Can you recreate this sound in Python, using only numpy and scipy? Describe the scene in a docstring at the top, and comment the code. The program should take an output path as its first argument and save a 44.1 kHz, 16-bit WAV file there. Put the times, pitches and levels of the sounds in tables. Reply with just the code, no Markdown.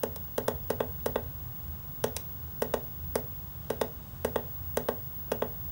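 """A small plastic push button on a drive panel clicks close up as a finger steps through a menu.
Each press and release snaps the switch and rings the plastic case; a small room answers.
Behind it sit a low hum, a soft hiss and the thin line whistle of a picture tube."""
import sys
import numpy as np
from scipy import signal
from scipy.fft import rfft, irfft
from scipy.io import wavfile
from scipy.ndimage import uniform_filter1d

SR = 44100
rng = np.random.default_rng(int(sys.argv[2]) if len(sys.argv) > 2 else 0)


def transcribe(u):
    """Save the signal u as a 16-bit wav file named by the first command-line argument.

    u: samples, shape (n,) or (channels, n), limited to [-1, 1]; the rate is SR.
    q: integer samples, one column per channel.
    """
    v = np.clip(np.atleast_2d(u).T, -1, 1)
    q = np.round(v * 32767).astype(np.int16)
    wavfile.write(sys.argv[1], SR, q)


N = 251811
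T = np.arange(N) / SR


def undb(db):
    """Decibels to gain."""
    return 10 ** (np.asarray(db) / 20)


def unit(x):
    """Scale to rms 1."""
    return x / np.sqrt(np.mean(x ** 2))


def equalise(x, curve):
    """Minimum-phase EQ through (frequency [Hz], gain [dB]) points."""
    size = 8192
    hz, db = np.transpose(curve)
    log_hz = np.log(np.fft.rfftfreq(size, 1 / SR) + 1)
    log_gain = np.log(undb(np.interp(log_hz, np.log(hz), db)))
    cepstrum = irfft(log_gain)[:size // 2]
    cepstrum[0] /= 2
    impulse = irfft(np.exp(rfft(2 * cepstrum, size)))
    return signal.fftconvolve(x, impulse)[:len(x)]


def wander(rate_hz):
    """Random modulator: sample and hold, smoothed twice, at rms 1."""
    hold = int(SR / rate_hz)
    steps = np.repeat(rng.standard_normal(N // hold + 1), hold)
    return unit(uniform_filter1d(uniform_filter1d(steps, hold), hold)[:N])


def bump(at_s, width_s):
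    """A smooth rise to 1 and fall around a moment."""
    return np.exp(-((T - at_s) / width_s) ** 2)


def decay(t, t60):
    """Exponential decay, 60 dB in t60 seconds."""
    return np.exp(-np.log(1000) * t / t60)


def ring(t, hz, t60, db):
    """Struck modes; neighbours swing in opposite senses, so the sound swells over its first cycles."""
    t = np.maximum(t, 0)[:, None]
    gains = undb(db) * (-1) ** np.arange(len(hz))
    return (np.sin(2 * np.pi * hz * t) * decay(t, t60)) @ gains


def drifting_tone(hz, db, drift_rad=0.32):
    """A sine whose phase wanders gently."""
    return np.sqrt(2) * undb(db) * np.sin(2 * np.pi * hz * T + drift_rad * wander(4.7))


# Colour of the noise floor: (frequency [Hz], gain [dB])
HISS_EQ = [(100, -11.5), (240, 6), (330, 1.5), (500, -3.5), (1000, -2.5), (1500, -7.5), (2300, -16.5),
           (3200, -12), (5500, -18.5), (9400, -21.5), (12500, -17), (14000, -38)]


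def hiss(level_db=-54, waver_db=0.16):
    """A soft, nearly even bed of noise."""
    noise = unit(equalise(rng.standard_normal(N), HISS_EQ))
    return noise * undb(level_db - waver_db * wander(3.2))


# Colour of the low hum: (frequency [Hz], gain [dB])
RUMBLE_EQ = [(22, -34.5), (38, -22.5), (58, -2), (70, -7), (83, 2.5), (98, -10.5), (118, -4.5), (138, -5.5),
             (170, -9), (200, -22), (300, -37.5), (900, -87)]


def rumble(level_db=-43.5, swell_db=3):
    """A low, noisy hum with one broad, shallow swell."""
    noise = unit(equalise(rng.standard_normal(N), RUMBLE_EQ))
    return noise * undb(level_db + swell_db * bump(at_s=1.08, width_s=0.53))


# The drive's hum, then two faint partners of the tube's whistle: (frequency [Hz], level [dB])
STEADY_TONES = [(83, -53.5), (7825, -77.5), (11725, -68)]


def steady_tones():
    """The drive hums and the tube whines faintly, each tone wavering by about a decibel."""
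    return sum(drifting_tone(hz, db + wander(3.75)) for hz, db in STEADY_TONES)


# Moments when the whistle ducks and comes back: (time [s], half width [s], depth [dB])
WHISTLE_DUCKS = [(1.75, 1, 2.5), (3.62, 0.19, 5), (4.1, 0.18, 8)]


def tube_whistle(line_hz=15625, level_db=-40, flutter_db=1.1):
    """The picture tube whistles at its line rate, with a slight flutter."""
    duck_db = sum(depth * bump(at_s, width_s) for at_s, width_s, depth in WHISTLE_DUCKS)
    return drifting_tone(line_hz, level_db + flutter_db * wander(30) - duck_db)


# Colour of the room's reflections: (frequency [Hz], gain [dB])
ROOM_EQ = [(120, -19), (245, -1), (320, 0), (430, -9), (560, -3.5), (720, -2.5), (1100, -6.5), (1600, -6.5),
           (3500, -6.5), (7000, -4.5), (10000, -8.5), (15000, -10)]


def room(x, wet_db=-9, early_t60=0.12, late_t60=0.35, late_db=-9, wall_hz=3500):
    """Dense reflections from the desk and nearby gear, then the fainter, duller tail of the walls."""
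    t, predelay_s, build_s = T[:SR // 2], 0.009, 0.008
    build = 1 - np.exp(-np.maximum(t - predelay_s, 0) / build_s)
    diffuse = rng.standard_normal(len(t)) * build
    dull = signal.sosfilt(signal.butter(1, wall_hz, fs=SR, output="sos"), diffuse)
    echoes = diffuse * decay(t, early_t60) + undb(late_db) * dull * decay(t, late_t60)
    echoes = equalise(echoes / np.linalg.norm(echoes), ROOM_EQ)
    return undb(wet_db) * signal.fftconvolve(x, echoes)[:N]


# Bending modes of the plastic case: (frequency [Hz], t60 [s], press level [dB], release level [dB])
CASE_MODES = [(240.3, 0.087, -28.5, -29), (396.2, 0.052, -23.5, -24), (443.2, 0.038, -14, -14.5),
              (535, 0.016, -10, -10), (646.6, 0.019, -16.5, -15), (779, 0.11, -38, -35.5),
              (875, 0.038, -27, -24.5), (1035, 0.049, -36, -31), (1132, 0.045, -34.5, -30),
              (1495, 0.008, -25.5, -23), (1457, 0.067, -38.5, -38.5), (1590, 0.091, -43.5, -44.5),
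              (1880, 0.048, -37, -35), (2060, 0.016, -34.5, -37), (2570, 0.037, -44.5, -42),
              (2872, 0.044, -43.5, -43), (3320, 0.04, -45.5, -37.5), (3653, 0.032, -50.5, -39.5)]


def case_knock(t, mode_db, force_db, corner_hz=1000):
    """The body of the click: the case rings, brighter when a harder stroke shortens the contact."""
    hz, t60 = np.transpose(CASE_MODES)[:2]
    tilt_db = force_db * np.log2(np.maximum(hz / corner_hz, 1))
    # each touch shifts the modes' pitch and level a little, the high ones most
    pitch_shift, level_shift = rng.standard_normal((2, len(hz))) * hz / 1000
    return ring(t, hz * (1 + 0.004 * pitch_shift), t60, mode_db + tilt_db + 0.6 * level_shift)


# Resonances of the switch and its cap: (frequency [Hz], t60 [s], level [dB])
SWITCH_MODES = [(3900, 0.037, -9.5), (4780, 0.025, -9.5), (5670, 0.015, -2), (6060, 0.034, -9),
                (7200, .02, -14), (8400, .018, -29), (9100, 0.022, -10), (9830, 0.027, -7),
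                (11070, 0.0036, 17.5), (11480, 0.0053, 7), (12540, 0.0044, 8.5)]
# Colour of the contact crackle: (frequency [Hz], gain [dB])
CRACKLE_EQ = [(300, -19), (1500, -8.5), (3400, -4), (5700, -4.5), (7600, -7), (9600, -3.5), (11200, -12.5),
              (13200, -7), (14300, -25), (16500, -51)]


def switch_snap(t, chatter_db, chatter_t60, crack_db=13, crack_t60=0.0025, scatter_db=2):
    """The bright edge of the click: the contact cracks, the switch rings and the loose cap chatters."""
    hz, t60, db = np.transpose(SWITCH_MODES)
    modes = ring(t, hz, t60, db + scatter_db * rng.standard_normal(len(hz)))
    age = np.maximum(t, 0)
    crack = undb(crack_db) * decay(age, crack_t60)
    chatter = undb(chatter_db) * decay(age, chatter_t60)
    crackle = (t > 0) * (crack + chatter) * rng.standard_normal(len(t))
    return modes + equalise(crackle, CRACKLE_EQ)


def clicks(strokes, mode_db, knock_db, knock_follow, snap_db, chatter_db, chatter_t60):
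    """Each stroke layers a knock of the case with the snap of the switch just behind it."""
    track, t, snap_lag_s = np.zeros(N + SR), T[:SR // 8], 0.0006
    for at_s, force_db in strokes:
        # the snap follows the finger's force fully; the knock, mostly set by the spring, only in part
        push_db = knock_follow * force_db
        knock = undb(knock_db + push_db) * case_knock(t, mode_db, push_db)
        snap = undb(snap_db + force_db) * switch_snap(t - snap_lag_s, chatter_db, chatter_t60)
        start = int(at_s * SR)
        track[start:start + len(t)] += knock + snap
    return track[:N]


# The switch snaps down: (time [s], force above the usual stroke [dB])
PRESS_CUES = [(0.034, -1.5), (0.38, -1.5), (0.702, 0.5), (1.06, -0.5), (2.04, 4), (2.62, 1), (3.155, 1.5),
              (3.702, -2.5), (4.247, 1), (4.771, 1.5), (5.317, 0)]
# The switch springs back: (time [s], force above the usual stroke [dB])
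RELEASE_CUES = [(0.481, 6), (0.804, -6), (1.157, -5), (2.738, 5), (3.813, 6.5), (4.358, -2.5), (4.886, 1.5),
                (5.421, -10)]
# The cap ticks with hardly any knock: (time [s], force above the usual stroke [dB])
TICK_CUES = [(0.16, -6.5), (2.165, 6.5)]


def button(tick_rolloff_db_per_octave=4):
    """Presses are crisp, releases duller, and a gently lifted finger leaves only a tick."""
    hz, _, press_db, release_db = np.transpose(CASE_MODES)
    # a gentle touch hardly wakes the lowest and highest modes of the case
    tick_db = release_db - tick_rolloff_db_per_octave * np.abs(np.log2(hz / 900))
    presses = clicks(PRESS_CUES, press_db, knock_db=0, knock_follow=0.37,
                     snap_db=-35.5, chatter_db=5.5, chatter_t60=0.048)
    releases = clicks(RELEASE_CUES, release_db, knock_db=0.62, knock_follow=0.097,
                      snap_db=-45.5, chatter_db=14.5, chatter_t60=0.037)
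    ticks = clicks(TICK_CUES, tick_db, knock_db=-15, knock_follow=0.16,
                   snap_db=-39.5, chatter_db=14, chatter_t60=0.03)
    return presses + releases + ticks


def scene():
    """The close button and its room, over a bed of hum, hiss and whistle, in mono."""
    close = button()
    return (close + room(close) + rumble() + hiss() + steady_tones() + tube_whistle())[None]


# Narrow dips and a peak in the microphone's treble: (frequency [Hz], gain [dB])
MIC_EQ = [(3900, -0.5), (4350, -5), (4800, 0.5), (9700, 0), (10300, -8), (11000, -5.5), (11900, 4.5),
          (12350, -9), (12900, -0.5)]


def record(dry, top_hz=16600):
    """The microphone colours the treble and a steep low-pass cuts the top."""
    lowpass = signal.ellip(8, 0.1, 80, top_hz, fs=SR, output="sos")
    return signal.sosfilt(lowpass, equalise(dry[0], MIC_EQ))[None]


dry = scene()
out = record(dry)
transcribe(out)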